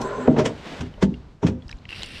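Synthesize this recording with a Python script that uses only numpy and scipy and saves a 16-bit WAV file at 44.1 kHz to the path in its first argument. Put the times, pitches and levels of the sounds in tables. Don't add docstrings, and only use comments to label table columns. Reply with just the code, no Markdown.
import sys
import numpy as np
from scipy import signal
from scipy.fft import rfft, irfft
from scipy.io import wavfile
from scipy.ndimage import uniform_filter1d, map_coordinates

SR = 44100
rng = np.random.default_rng(int(sys.argv[2]) if len(sys.argv) > 2 else 0)


def makeup_ratio(level_db):
    decades = np.asarray(level_db, float) / 20
    return 10 ** decades


def store_pcm(level_fs):
    pcm = np.round(np.clip(level_fs, -1, 1) * 32767).astype(np.int16)
    wavfile.write(sys.argv[1], SR, np.atleast_2d(pcm).T)


N = 97020
t = np.arange(N) / SR


def unit(x):
    return x / np.sqrt(np.mean(x ** 2))


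def curve(rows, axis=1):
    r = np.array(rows)
    return makeup_ratio(np.interp(t, r[:, 0], r[:, axis], -99, -99))


def colour(x, shape, tilt_db=0, patchy_db=0):
    octave = np.log2(np.fft.rfftfreq(len(x), 1 / SR) + 1)
    points = np.array(shape)
    db = np.interp(octave, np.log2(points[:, 0]), points[:, 1], -70, -90)
    db += tilt_db * (octave - np.log2(3000))
    db += patchy_db * np.interp(octave, np.arange(0, 15, .25), rng.standard_normal(60))
    return unit(irfft(rfft(x) * makeup_ratio(db), len(x)))


def walk(rate):
    hold = int(SR / rate)
    steps = np.repeat(rng.standard_normal(N // hold + 1), hold)
    return 1.3 * uniform_filter1d(uniform_filter1d(steps, hold), hold)[:N]


def grains(rate, scatter_db):
    chance, sign, size = rng.random((3, N))
    taps = (chance < rate / SR) * np.sign(sign - .5)
    return unit(taps * makeup_ratio(-scatter_db * np.log(size + 1e-9)))


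def ring(x, hz, t60):
    pole = np.exp(2j * np.pi * hz / SR - np.log(1000) / (t60 * SR))
    return signal.lfilter([1], [1, -pole], x).imag


def waver(y, ms, rate):
    return map_coordinates(y, [np.arange(N) + ms * SR / 1000 * walk(rate)], mode="nearest")


def body(force, modes):
    tones = sum((-1) ** k * makeup_ratio(db) * ring(force, hz, t60) for k, (hz, db, t60) in enumerate(modes))
    return waver(tones, 0.15, 60)


def pushes(rows):
    shudder_db, shudder_t60_s = -21.5, 0.26
    force = 1e-18 * np.ones(N)
    jitter = uniform_filter1d(grains(600, 1.8), size=40) / 10
    for s, db, ms in rows:
        u = (t - s) / (ms / 1000)
        force += makeup_ratio(db) * np.sin(np.pi * np.clip(u, 0, 1)) * 1000 / (ms * SR)
        fade = 1000. ** -np.clip((t - s) / shudder_t60_s, 0, 9)
        force += makeup_ratio(db + shudder_db) * jitter * (u > 1) * fade
    return force


# frequency in Hz, level in dB.
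WATER_TONE = [(12, -36.5), (20, -0.5), (245, -13.5), (581, -24.5), (1980, -34), (4190, -38.5), (15500, -63)]
# time in seconds, level in dB.
SWELL = [(0, -42.5), (.25, -49), (.5, -35.5), (.68, -50.5), (.95, -43), (1.1, -42.5), (1.28, -48.5),
         (1.4, -55), (1.62, -48.5), (1.72, -43.5), (1.8, -48), (1.9, -46.5), (2., -40.5), (2.1, -47),
         (2.2, -37)]
# start in seconds, peak in dB, length in milliseconds.
BUFFETS = [
    (0.032, -34, 46),
    (1.656, -29.5, 20),
    (1.733, -25.5, 25.5),
    (1.854, -35.5, 10.3),
]


def water():
    base = rfft(colour(rng.standard_normal(N), WATER_TONE))
    octave = np.log2(np.fft.rfftfreq(N, 1 / SR) + 1)
    swell = curve(SWELL)
    out = np.zeros(N)
    for o in range(4, 15):
        band = irfft(base * np.clip(1 - abs(octave - o), 0, 1), N)
        power, db = (1, 3) if o < 8 else (.6, -18)
        out += band * makeup_ratio(2.0 * walk(11.51)) * swell ** power * makeup_ratio(db)
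    for s, db, ms in BUFFETS:
        u = np.clip((t - s) / (ms / 1000), 0, 1)
        out -= makeup_ratio(db) * np.sin(2 * np.pi * u) * np.sin(np.pi * u) ** .5
    return out


# time in seconds, level in dB.
RUSTLE = [(.3, -47), (.5, -44.5), (.62, -41.5), (.68, -37), (.79, -37), (.85, -46.5), (.97, -60.5),
          (1.2, -90), (1.32, -59), (1.38, -86)]
# frequency in Hz, level in dB.
NET_TONE = [(88, -38), (150, 3.5), (631, 0), (1020, -5.5), (3280, -10), (15500, -40)]


def rustle():
    return curve(RUSTLE) * makeup_ratio(walk(41.96)) * colour(grains(4000, 0.37), NET_TONE)


# start in seconds, peak in dB, ring in Hz, fade by 60 dB in milliseconds.
CLICKS = [(0.9387, -41, 2980, 25), (1.0253, -24.5, 3512, 33), (1.1403, -33, 2790, 25),
          (1.621, -44.5, 3390, 32), (1.681, -38.5, 4980, 14), (1.6928, -30.5, 2800, 9),
          (1.694, -37.5, 5680, 10), (1.6958, -34, 1770, 15), (1.707, -42, 4900, 9), (1.71, -39, 1810, 28),
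          (1.714, -33, 5140, 10), (1.7124, -33, 3910, 17), (1.7274, -24.5, 2390, 8.9),
          (1.7273, -38, 3950, 12), (1.7255, -46, 5500, 10), (1.771, -51, 7100, 6.3), (1.786, -47, 4100, 14),
          (1.8543, -29, 2050, 8.1), (1.8534, -30.5, 2800, 6.3), (1.891, -24.5, 2760, 9.4),
          (1.891, -42, 4560, 13), (1.906, -28, 2750, 14), (1.9168, -31.5, 2800, 33),
          (1.9265, -22.5, 2670, 32), (1.938, -33, 2800, 13), (1.946, -30.5, 2800, 16),
          (1.9602, -30, 2780, 20), (1.9824, -34, 3900, 20), (1.993, -37, 2800, 25),
          (2.0208, -25.5, 3820, 24), (2.032, -18, 3090, 8.8), (2.0323, -21, 4160, 8),
          (2.0323, -28.5, 7600, 7.5), (2.059, -35, 4700, 18), (2.06, -39.5, 9100, 25),
          (2.06, -41, 7200, 12), (2.073, -41.5, 2800, 20), (2.12, -42.5, 9100, 15),
          (2.151, -30.5, 2940, 8.5), (2.1716, -32, 3000, 10)]


def reel_clicks():
    out = np.zeros(N)
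    for s, db, hz, ms in CLICKS:
        start, fade_s = int(s * SR), ms / 1000
        u = np.clip(t[start:start + 1200] - s, 0, 1)
        env = (1 - np.exp(-u / (0.03 * fade_s))) * 1000. ** (-u / fade_s)
        noise = rng.standard_normal(1200)[:len(u)]
        tone = unit(ring(noise, hz, 6.3 / hz)) * 0.49 + np.sin(2 * np.pi * hz * u)
        air = makeup_ratio(-23) * uniform_filter1d(noise, size=3)
        out[start:start + len(u)] += makeup_ratio(db) * env * (tone + air)
    return out


# time in seconds, whirr level in dB, housing ring level in dB.
WIND_IN = [(1.885, -57, -54), (1.9, -47, -46.5), (1.97, -42, -44), (2.05, -39.5, -46.5), (2.13, -43, -50),
           (2.2, -38.5, -46)]
# frequency in Hz, level in dB.
GEAR_TONE = [(300, -8), (950, -16.5), (1900, -8), (3000, -5), (5500, -14.5), (6500, -29.5), (9000, -20),
             (15500, -38.5)]


def reel_winding():
    gear_hz, gear_width_hz = 2790, 180
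    teeth = grains(500, 2.8)
    housing = ring(teeth, gear_hz, 4.7 / gear_width_hz)
    housing += makeup_ratio(-12.5) * ring(teeth, 4700, 0.022) + makeup_ratio(-12) * ring(teeth, 3750, 0.0073)
    housing = unit(waver(housing, 0.086, 40))
    whirr = sum(makeup_ratio(1.7 * walk(70)) * colour(grains(1500, 2.45), GEAR_TONE, 0, 2) for _ in range(3)) / 2
    return curve(WIND_IN) * whirr + curve(WIND_IN, axis=2) * housing


# peak time in seconds, level in dB, rise in milliseconds,
# fade by 60 dB in milliseconds, brightness in dB per octave.
SLAPS = [(0.017, -36.5, 5.5, 70, 11.5), (0.258, -28.5, 2.6, 94, -6), (0.275, -26.5, 2, 86, -1.5),
         (0.363, -22.5, 0.66, 220, -4), (0.393, -23.5, 8.2, 119, 3), (0.459, -20.5, 5.3, 89, 4),
         (0.81, -31, 3.3, 62, 4.5), (0.978, -36, 1, 95, -12), (1.028, -21.5, 6.1, 84, 3),
         (1.431, -30, 4.6, 280, 0), (1.467, -28, 1, 112, 4)]
# frequency in Hz, level in dB.
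MESH_TONE = [(410, 3), (700, 0), (1710, -10), (3320, -16), (4640, -25.5), (5710, -23.5), (15500, -58)]


def slaps():
    out = np.zeros(N)
    for s, db, rise, fall, tilt in SLAPS:
        u = (t - s) * 1000
        swelling = np.exp(np.clip(u / rise, -50, 0))
        dying = 1000. ** -np.clip(u / fall, 0, 9)
        env = np.where(u < 0, swelling, dying)
        out += makeup_ratio(db) * env * colour(grains(5000, 1.5), MESH_TONE, tilt, 2)
    return out


# frequency in Hz, level in dB, fade by 60 dB in seconds.
HOOP = [(435.5, -0.5, 0.15), (628.4, -3, 0.18), (928.5, -5.5, 0.2), (1061, -4.5, 0.065), (1428, -9, 0.051),
        (1900, -23, .08), (2170, -26, 0.097), (3430, -13, .05)]
# start in seconds, strength in dB, contact in milliseconds.
HOOP_KNOCKS = [(.363, -31, 0.23), (.375, -28, 0.65), (.384, -18.5, 0.97), (.394, -21, 0.12),
               (.405, -13.5, 0.9), (.457, -26, 0.18), (.463, -29, 0.067), (.48, -30, 0.15),
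               (.977, -42, 0.33), (.988, -46, .5), (1.022, -27.5, 0.24), (1.43, -22.5, 0.22),
               (1.466, -33.5, 0.32)]


def hoop_bumps():
    return body(pushes(HOOP_KNOCKS), HOOP)


# frequency in Hz, level in dB, fade by 60 dB in seconds.
SEAT = [(80.4, -9, 0.38), (110.5, -10.5, 0.4), (163.8, 2.5, 0.16), (199, -3, 0.17), (247.8, 1, 0.15),
        (301, -2, 0.095), (384, 2.5, 0.044), (515, -15, 0.24), (785, -33, 0.048), (951, -0.5, 0.047)]
# start in seconds, strength in dB, contact in milliseconds.
SEAT_KNOCKS = [
    (.797, -13, 7),
    (.812, -59, 4.5),
    (.828, -39, 0.27),
    (1.429, -16, 0.78),
    (1.4385, -8.5, 1.8),
    (1.466, -33.5, 2.5),
    (1.485, -16.5, 1.18),
    (1.55, -33, 1.7),
]


def seat_bumps():
    return body(pushes(SEAT_KNOCKS), SEAT)


# frequency in Hz, level in dB, fade by 60 dB in seconds.
DECK = [(65, -10.5, 0.55), (134.8, -6, 0.18), (160, 2, 0.14), (195, 5, 0.093), (242, -4, 0.28),
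        (287, -2.5, 0.17), (386.5, 2, 0.092), (524.7, -11, 0.15), (650, -15.5, 0.072), (895, 0.5, 0.034)]
# start in seconds, strength in dB, contact in milliseconds.
DECK_KNOCKS = [
    (1.021, -57, 0.28),
    (1.0245, -8.5, 1.18),
    (1.033, -12.5, 4.3),
    (1.056, -28, 1.5),
    (1.076, -30.5, 1.8),
    (1.09, -35.5, 1.3),
    (1.17, -43, 8.6),
    (1.25, -47.5, 7.5),
]


def deck_bumps():
    return body(pushes(DECK_KNOCKS), DECK)


# start in seconds, strength in dB, contact in milliseconds.
RAIL_KNOCKS = [
    (.2775, -3, 0.61),
    (.2885, 1, 3.03),
    (.328, -27, 2.2),
    (.363, -16.5, 0.19),
    (.3765, -9, 1.3),
    (.385, -13.5, 0.47),
    (.394, -9.5, 2),
    (.405, -15, 0.54),
    (.457, -27, .4),
    (.481, -38, 0.55),
]
# frequency in Hz, level in dB,
# fade by 60 dB in seconds.
RAIL = [(122, -11.5, 0.19), (151.1, -14, 0.47), (237.3, 1.5, 0.082), (308, -3.5, 0.082), (366, -5, 0.097),
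        (449, 2, 0.06), (532.5, -3.5, 0.074), (629, -4, 0.1), (758, -7, 0.039), (946, -9.5, 0.054)]


def rail_bumps():
    return body(pushes(RAIL_KNOCKS), RAIL)


# time in seconds, wood level in dB, tube level in dB.
DRAG = [(0, -36, -32), (.06, -35.5, -31), (.17, -35, -30.5), (.26, -36, -29.5), (.29, -38, -33),
        (.33, -31, -42.5), (.4, -27, -59), (.5, -28.5, -40.5), (.62, -62, -85)]
# frequency in Hz, width in Hz, level in dB.
HANDLE = [(416, 51, 1), (582, 62, -0.5), (840, 170, -6), (1034, 60, 1.5), (1410, 170, -2),
          (1757, 210, -10.5), (1970, 110, -22.5), (2800, 2000, -14), (3930, 1400, -21), (6230, 170, -22),
          (7600, 670, -18.5)]


def drag():
    slips = grains(1800, 3.5) * makeup_ratio(1.65 * walk(26.1))
    wood = unit(body(slips, RAIL))
    tube = np.zeros(N)
    for hz, width, db in HANDLE:
        tone = unit(ring(grains(6000, 1.6), hz, 2.97 / width))
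        tube += makeup_ratio(db + 4.1 * walk(24.7)) * waver(tone, 1.3, 11)
    groan_start_s, groan_end_s, groan_hz = .175, 0.3, 248
    load = np.sin(np.pi * np.clip((t - groan_start_s) / (groan_end_s - groan_start_s), 0, 1)) ** .5
    hum = unit(ring(ring(rng.standard_normal(N), groan_hz, 0.13), groan_hz, 0.12))
    return curve(DRAG) * wood + curve(DRAG, axis=2) * unit(tube) + makeup_ratio(-29.5) * load * hum


def scene():
    mid = water() + rustle() + reel_clicks() + reel_winding() + slaps()
    mid += hoop_bumps() + seat_bumps() + deck_bumps() + rail_bumps() + drag()

    def high(hz):
        return signal.sosfilt(signal.butter(6, hz, "high", fs=SR, output="sos"), mid)

    side = np.roll(high(1250), 23) * makeup_ratio(-53 + 45.5 * np.exp(-t / 0.79))
    scatter = np.sin(8 * walk(300))
    side += high(11000) * (scatter + .2) * makeup_ratio(2)
    deep = signal.butter(2, 40, fs=SR, output="sos")
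    side += makeup_ratio(-19) * signal.sosfilt(deep, np.roll(mid, 700))
    return np.array([mid + side, mid - side])


def band_limit(x):
    return signal.sosfilt(signal.butter(12, 15690, fs=SR, output="sos"), x)


# frequency in Hz, level in dB.
MIC = [(8000, 0), (9500, -6), (15500, -9.5)]


def record(dry):
    x = signal.sosfilt(signal.butter(2, 35, "high", fs=SR, output="sos"), dry)
    housing_db = np.interp(np.fft.rfftfreq(N, 1 / SR), *np.array(MIC).T)
    x = np.tanh(irfft(rfft(x) * makeup_ratio(housing_db), N))
    x = signal.sosfilt(signal.ellip(6, .2, 50, 15400, fs=SR, output="sos"), x)
    return band_limit(x)


dry = scene()
out = record(dry)
store_pcm(out)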